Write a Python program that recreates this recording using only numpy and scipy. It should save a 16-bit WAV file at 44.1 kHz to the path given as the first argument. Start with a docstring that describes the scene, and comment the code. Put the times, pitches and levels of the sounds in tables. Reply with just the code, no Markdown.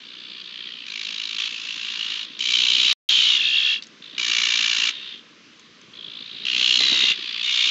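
"""Open country with a wooden feeder: a flock of magpies gives harsh alarm calls, loud near ones and faint far ones.
The calling is chopped into about sixty throbs a second: wavering sine notes over a wide rasp, which is
pulses and noise through resonances. Small birds tick and feet and wings thud on the tray, both as puffs of noise.
Banded hiss makes the air, low noise the stir of wings and breeze; the sound link drops out once."""
import sys
import numpy as np
from scipy import signal
from scipy.io import wavfile

SR = 44100
rng = np.random.default_rng(int(sys.argv[2]) if len(sys.argv) > 2 else 0)


def dump(signal):
    """Clip the signal to [-1, 1] and save it as 16-bit WAV at the path in sys.argv[1]."""
    limited = np.clip(np.atleast_2d(signal).T, -1, 1)
    pcm = np.round(limited * 32767).astype(np.int16)
    wavfile.write(sys.argv[1], SR, pcm)


N = 339570


def from_db(db):
    """Gain of a level in dB."""
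    return 10 ** (np.asarray(db) / 20)


def rms_one(x):
    """Scale to rms 1."""
    return x / np.sqrt(np.mean(x ** 2) + 1e-20)


def band(x, low_hz, high_hz, order=2):
    """Butterworth band-pass."""
    return signal.sosfilt(signal.butter(order, [low_hz, high_hz], "band", fs=SR, output="sos"), x)


def drift(rate_hz, size):
    """Slow random wandering with rms 1: white noise through two equal one-pole low-passes."""
    r = np.exp(-2 * np.pi * rate_hz / SR)
    white = rng.standard_normal(size + 9000)
    return rms_one(signal.lfilter([1], [1, -2 * r, r * r], white)[9000:])  # skip the run-in


def resonate(x, modes):
    """Parallel resonances (Hz, width in Hz, dB) with alternating signs."""
    out = 0
    for k, (hz, width_hz, db) in enumerate(modes):
        r = np.exp(-np.pi * width_hz / SR)
        poles = [1, -2 * r * np.cos(2 * np.pi * hz / SR), r * r]
        zeros = [(1 - r * r) / 2, 0, (r * r - 1) / 2]
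        out = out + (-1) ** k * from_db(db) * signal.lfilter(zeros, poles, x)
    return out


def air():
    """Steady far hiss in third-octave bands, each wavering a little."""
    # Spectrum of the open country. Each row: frequency in Hz, relative density in dB per Hz.
    spectrum = [(35, -52.5), (60, -29), (227, 0.5), (371, -8.5), (420, -10.5), (494, -6.5), (775, -23.5),
                (842, -23), (1140, -6), (1320, -6.5), (3460, -4), (5530, -12), (7080, -22), (8000, -42.5),
                (10400, -62), (17600, -120)]
    level_db = -51
    hz, db = np.transpose(spectrum)
    white = rng.standard_normal((2, N))
    edges_hz = 50 * 2 ** np.arange(0, 7.5, 1 / 3)
    out = 0
    for k, (low, high) in enumerate(zip(edges_hz, edges_hz[1:])):
        # drawn at every 40th sample, so it wanders 40 times slower
        waver = np.interp(np.arange(N) / 40, np.arange(N // 40 + 1), drift(300, N // 40 + 1))
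        gain_db = np.interp(np.log(low * high) / 2, np.log(hz), db) + 1.2 * waver
        out = out + from_db(gain_db) * band(white[k % 2], low, high)  # neighbours use separate noise
    return from_db(level_db) * rms_one(out)


def stirred_air():
    """Lumpy low rumble and flutter on the microphone: two noise bands that share their slow swells."""
    # Air stirred by wings and breeze. Each row: time in seconds, rumble level in dB, flutter level in dB.
    stir = [(0.0, -79, -62), (1.85, -79, -59.5), (1.99, -99, -60), (2.16, -81, -61.5), (2.801, -74.5, -52),
            (3.7, -86, -63), (4.111, -83.5, -54.5), (5.5, -67, -61.5), (6.35, -57, -59),
            (6.9, -57.5, -45.5), (7.4, -79, -61), (7.56, -99, -78), (7.7, -71, -49)]
    s, rumble_db, flutter_db = np.transpose(stir)
    t = np.arange(N) / SR
    lumps_db = 3 * drift(30, N)
    rumble_gain = from_db(np.interp(t, s, rumble_db) + lumps_db)
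    rumble = rumble_gain * rms_one(band(rng.standard_normal(N), 65, 350))
    flutter_gain = from_db(np.interp(t, s, flutter_db) + lumps_db + 1.0 * drift(60, N))
    flutter = flutter_gain * rms_one(band(rng.standard_normal(N), 170, 398))
    return rumble + flutter


def membranes(size):
    """Uneven pulses of the vibrating membranes, mixed with breath noise."""
    voice_hz, rough = 570, .7  # mean pulse rate; breath noise as share of the power
    wander = 1 + .06 * drift(60, size) + .1 * drift(900, size)
    cycles = np.cumsum(voice_hz * wander) / SR
    pulses = np.diff(np.floor(cycles), prepend=0) * from_db(1.5 * rng.standard_normal(size))
    return np.sqrt(1 - rough) * rms_one(pulses) + np.sqrt(rough) * rng.standard_normal(size)


def throb_shape(count, late, length):
    """Bell that opens fast in every throb and closes more slowly; count, late and length in throbs."""
    off = (count - late + 0.46) % 1 - .4  # throbs away from the peak
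    return np.exp(-.5 * (off / (length * np.where(off < 0, .7, 1.1))) ** 2)


def notes(count, along, waver, pitch0_hz, pitch1_hz, top0_hz, top1_hz, below_db, above_db, length, *columns):
    """Lead note, two side notes and voice overtones in every throb, each a little off and hoarsely grained."""
    late_all, late_spread = -.05, .05  # place of the notes and their scatter, in throbs
    sweep_mid_hz, sweep_half_hz = 3000, 710  # band through which each throb sweeps upward
    overtones_db = -4  # against the lead note, before their fall on either side of it
    *sides, late_per_khz = columns

    pitch_hz = pitch0_hz + (pitch1_hz - pitch0_hz) * along
    top_hz = top0_hz + (top1_hz - top0_hz) * along
    tones = [(top_hz, 0)]
    for hz, db0, db1 in np.reshape(sides, (2, 3)):
        tones.append((np.full_like(along, hz), db0 + (db1 - db0) * along))
    for multiple in range(3, 12):
        khz = (multiple * pitch_hz - top_hz) / 1000  # distance from the lead note
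        fall_db = np.where(khz < 0, below_db * khz, -above_db * khz)
        tones.append((multiple * pitch_hz, overtones_db + fall_db))

    out = 0
    for hz, db in tones:
        sweep_khz = np.clip(hz.mean() - sweep_mid_hz, -sweep_half_hz, sweep_half_hz) / 1000
        late = late_all + late_per_khz * sweep_khz + late_spread * rng.standard_normal()
        turn = (count - late + 1.393).astype(int)  # index of the throb
        off_pitch, off_db = rng.standard_normal((99, 2))[turn].T
        unsteady = waver * (.45 * off_pitch + 1.1 * drift(600, len(count)))
        grain_db = 3.5 * drift(220, len(count))
        gain = from_db(db + 1.2 * off_db + grain_db) * throb_shape(count, late, max(length, .05))
        wavering_hz = hz + unsteady * np.minimum(hz, sweep_mid_hz)
        out = out + gain * np.sin(2 * np.pi * np.cumsum(wavering_hz) / SR)
    return out


def calling(first, end, rate0, rate1, rate2, start_db, peak_db, end_db, peak_at, treble_db, body_db,
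            between0_db, between1_db, *columns):
    """One stretch of calling, notes and rasp let through in throbs, at times with another bird through it."""
    # Resonances alike in every bird: low body in the windpipe, windpipe with open beak, upper ones.
    # Each row: frequency in Hz, width in Hz, level in dB.
    windpipe = [(960, 540, -14), (1910, 580, 1.5)]
    beak = [(2370, 840, -7.5), (3020, 1140, 10), (4530, 1420, 1)]
    upper = [(5070, 1400, -2), (6700, 800, 1.86), (7123, 580, -2)]
    attack_s, release_s = 0.0041, .0061  # the stretch sets in and runs out
    chest_db = -40.5  # chest thump against the level
    # stretches fainter than near_db come from far and waver more in pitch, per dB
    near_db, waver_near, waver_per_db = -30, .028, .0018
    *throat, rasp_db, brighten_db = columns

    start = max(round((first - .005) * SR), 0)
    t = np.arange(start, min(round((end + 0.059) * SR), N)) / SR
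    along = np.clip((t - first) / (end - first), 0, 1)
    level_db = np.interp(along, [0, np.clip(peak_at, .05, .95), 1], [start_db, peak_db, end_db])
    rate = np.interp(along, [0, .5, 1], [rate0, rate1, rate2])
    count = np.cumsum(rate) / SR + (t[0] - first) * rate0  # throbs since the first
    gate = rms_one(throb_shape(count, -0.083, 0.23))
    sounding = np.minimum((t - t[0]) / attack_s, 1) * np.exp(-np.maximum(t - end, 0) / release_s)

    between_db = between0_db + (between1_db - between0_db) * along
    voice = membranes(len(t)) * (gate + from_db(between_db))
    low = from_db(body_db) * rms_one(band(resonate(voice, windpipe), 790, 2600))
    rasp = from_db(rasp_db) * (rms_one(band(resonate(voice, beak), 2000, 4900)) + low)
    waver = waver_near + waver_per_db * max(near_db - peak_db, 0)
    body = rms_one(notes(count, along, waver, *throat) + rasp)
    treble_gain = from_db(treble_db + brighten_db * (along - .5))
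    treble = treble_gain * rms_one(band(resonate(voice, upper), 3500, 10000))
    chest = from_db(chest_db) * rms_one(band(rng.standard_normal(len(t)) * gate, 260, 430))

    out = np.zeros(N)
    out[start:start + len(t)] = from_db(level_db) * sounding * (body + treble + chest)
    return out


def small_birds():
    """Short thin ticks: a dying puff of noise in a high resonance and a weaker one below it."""
    # Ticks of small birds. Each row: start in seconds, peak level in dB, resonance in Hz,
    # time to die by 60 dB in seconds.
    ticks = [(3.8232, -21.5, 4250, 0.021), (3.835, -28.5, 5600, 0.03), (3.868, -34.5, 6620, 0.027),
             (5.5944, -39, 6400, 0.021), (5.8142, -37, 6300, 0.015)]
    out = np.zeros(N)
    t = np.arange(round(.06 * SR)) / SR
    for s, db, hz, t60 in ticks:
        puff = rng.standard_normal(len(t)) * from_db(-60 * t / t60) * np.minimum(t / 0.00059, 1)
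        tick = resonate(puff, [(hz, 900, 0), (hz * 0.58, 1200, -6)])
        out[round(s * SR):][:len(t)] += from_db(db) * tick / np.abs(tick).max()
    return out


def thuds():
    """Dull knocks: a dying puff of noise in the wide resonance of the wooden tray."""
    # Feet and wings thud on the feeder. Each row: start in seconds, peak level in dB.
    knocks = [(6.327, -49), (6.539, -55), (6.611, -33.5), (6.69, -38), (6.804, -29), (6.918, -29),
              (7.034, -28.5), (7.102, -34), (7.187, -46)]
    tray_hz, t60_s = 300, .06
    out = np.zeros(N)
    t = np.arange(round(.1 * SR)) / SR
    for s, db in knocks:
        puff = rng.standard_normal(len(t)) * from_db(-60 * t / t60_s) * np.minimum(t / 0.0014, 1)
        thud = band(puff, tray_hz * .5, tray_hz * 2)
        out[round(s * SR):][:len(t)] += from_db(db) * thud / np.abs(thud).max()
    return out


def scene():
    """Calling and ticks with a few dull echoes, over thuds and air."""
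    # Rhythm of each stretch of calling; a long call may take several rows.
    # Each row: first throb in seconds, end in seconds, throbs per second at the start, middle and end.
    rhythms = [ (0.0056, 0.42, 59.91, 60.57, 61.13), (0.4439, 0.855, 59.28, 61.61, 59.23),
               (0.8675, 1.375, 53.6, 53.85, 54.1), (1.3867, 1.48, 54.2, 54.3, 54.4),
               (1.4936, 2.25, 54.95, 56.46, 53.18), (2.2543, 2.385, 61.85, 58.67, 56.88),
               (2.3942, 2.93, 61.76, 60.88, 62.47), (3.0935, 3.37, 61.65, 61.14, 60.53),
               (3.3727, 3.79, 61.77, 62.17, 54.95), (4.0249, 4.17, 52.64, 56.46, 55.7),
               (4.1832, 4.9, 59.15, 57.74, 56.47), (4.9096, 5.195, 66.36, 64.15, 55.5),
               (5.9388, 6.44, 54.46, 56.21, 57.11), (6.4545, 6.78, 62.19, 62.1, 63.0),
               (6.7918, 7.135, 65.01, 64.29, 61.17), (7.1447, 7.42, 60.25, 59.02, 57.53),
               (7.4321, 7.7, 62.06, 61.26, 60.9), ]
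    # Effort and voice of each stretch of calling; side notes and fill may be another bird.
    # Each row: level at start, peak point and end in dB, place of the peak point as share of the stretch,
    # treble against the level in dB, low body against the rasp in dB,
    # steady rasp that fills between the throbs at start and end in dB,
    # voice pitch at start and end in Hz, lead note at start and end in Hz,
    # fall of the overtones below and above the lead note in dB per kHz, note length in throbs,
    # second note in Hz, its level at start and end in dB, third note in Hz, its level at start and end in dB,
    # lateness of higher notes in throbs per kHz, wide rasp against the lead note in dB,
    # change of the treble over the stretch in dB.
    voices = [ (-42.5, -40, -38, 0.46, -42, -14, -12, -3.5, 575, 580, 3670, 3360, 5.5, 13, 0.21, 4560, -9, -1, 2900, -10, -8, .03, -1, -6),
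              (-38.5, -35.5, -38, 0.56, -36, -15, -6, -6, 590, 660, 3400, 3000, 8, 11, 0.14, 4580, -9, -17, 2000, -22, -16, .03, -5, -5),
              (-34.5, -30.5, -30.5, 0.3, -17, -12, -17, -9, 510, 630, 3740, 4000, 8, 6.5, 0.093, 2354, 0, -9, 2750, -7, -0.5, .03, -5, -2),
              (-22, -26, -26, .5, -16.5, -12.5, -9, -1, 620, 510, 3400, 3300, 12, 14, 0.085, 2740, 3, -4.5, 3100, -5, -4, .03, -1, -5),
              (-31.5, -28.5, -33, 0.84, -16.5, -11.5, -4.5, 1, 570, 600, 2660, 2910, 21, 14, 0.15, 3800, -22, 0.5, 4960, -11, -18.5, .05, -2.5, -5.5),
              (-40, -40.5, -41, 0.57, -35, -11, -1, 0, 690, 580, 3430, 3650, 9, 11.5, 0.31, 2650, -9, -7, 4300, -15, -14, .1, -2.5, 0),
              (-24, -17.5, -18.5, 0.25, -15, -15.5, -15.5, 1.5, 775, 759.2, 3060, 3060, 13, 9.5, 0.17, 3880, -3.5, 0, 2345, -9.5, -15.5, .1, -2.5, -4.5),
              (-15, -16.5, -17.5, 0.56, -18, -15, 7.5, 7.5, 800, 700, 3200, 2850, 19, 12.5, 0.3, 3750, -4.5, -3, 3400, -8, -5, .2, -3.5, -2),
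              (-20, -19, -34.5, 0.87, -24.5, -12.5, -4.5, -2.5, 510, 560, 3340, 3300, 17, 10.5, 0.2, 2740, 0, -0.5, 1770, -20.5, -17.5, 0.6, -12.5, -5),
              (-40.5, -42.5, -39.5, 0.65, -27, -9, -10, -1, 582, 590, 3650, 3600, 17, 14, .2, 2540, -10, -15, 3800, -12, -14, .02, -5.5, -6),
              (-24.5, -20, -21.5, 0.25, -12.5, -9, -11, -4.5, 590, 590, 2900, 2780, 11.5, 3.5, 0.17, 2335, -1, -8.5, 3850, -7, -6, .05, -4.5, -1.5),
              (-34.5, -36, -45.5, 0.74, -28, -9, 4, 1, 720, 720, 3650, 3560, 12, 29, 0.35, 2800, -6, -4, 3200, -6, -1, .03, -3.5, -6),
              (-41, -36, -37, 0.36, -48, -12.5, -17, 5, 570, 550, 3270, 3750, 30, 17, 0.17, 3950, -8, -8, 2700, -21, -18, .1, -7.5, -5),
              (-24, -17.5, -17.5, 0.59, -18, -13.5, -5.5, -6.5, 500, 575, 2750, 2950, 17, 8.5, 0.12, 3250, -4, 0, 4200, -14, -1.5, .1, -7, 9),
              (-17, -17.5, -31.5, 0.95, -17.5, -12, -4.5, -1.5, 565, 540, 4080, 3550, 12.5, 19, 0.22, 2830, -12, -0.5, 2035, -15, -15, .2, -7, -3),
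              (-32, -29, -26.5, 0.74, -27, -12.5, 1, -1, 610, 720, 3400, 3360, 6.5, 8, 0.11, 4630, -2.5, -3, 2520, -9.5, 0, .02, -2, -2),
              (-23, -19.5, -20, 0.52, -16.5, -14.5, -9, -0.5, 720, 745, 3600, 3600, 4, 16, 0.35, 2900, -5, 1, 2380, -10, -6, .05, 0.5, 1),
              ]
    # Echoes off feeder, ground and trees. Each row: delay in seconds, level in dB.
    echoes = [(.0021, -25.5), (.0068, -16.5), (.019, -11.5), (.037, -32)]
    magpies = sum(calling(*rhythm, *voice) for rhythm, voice in zip(rhythms, voices))
    birds = magpies + small_birds()
    dull = band(birds, 600, 4300, order=1)
    for delay, db in echoes:
        lag = round(delay * SR)
        birds[lag:] += from_db(db) * dull[:N - lag]
    return (birds + thuds() + air() + stirred_air())[None]


def record(dry):
    """A narrow sound link without deep bass rounds the peaks and falls silent once; a click ends the gap."""
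    limit = .58  # highest swing into the filters of the link
    gap_start_s, gap_end_s, click_db = 2.9295, 3.0892, -20
    t = np.arange(N) / SR
    rounded = limit * np.tanh(dry / limit)
    link = signal.sosfilt(signal.butter(3, 100, "high", fs=SR, output="sos"), rounded)
    link = signal.sosfilt(signal.cheby2(14, 50, 8350, fs=SR, output="sos"), link)
    # drops by 18 dB at once, then dies within milliseconds
    fading = from_db(-18) * np.exp(-np.maximum(t - gap_start_s, 0) / .004)
    link = link * np.where((t > gap_start_s) & (t < gap_end_s), fading, 1)
    # second difference of a single sample: a click without bass
    click = np.diff(np.arange(N) == round(gap_end_s * SR), prepend=0, n=2, append=0)
    low_pass = signal.cheby2(12, 70, 14500, fs=SR, output="sos")
    return signal.sosfilt(low_pass, link + from_db(click_db) * click)


dry = scene()
out = record(dry)
dump(out)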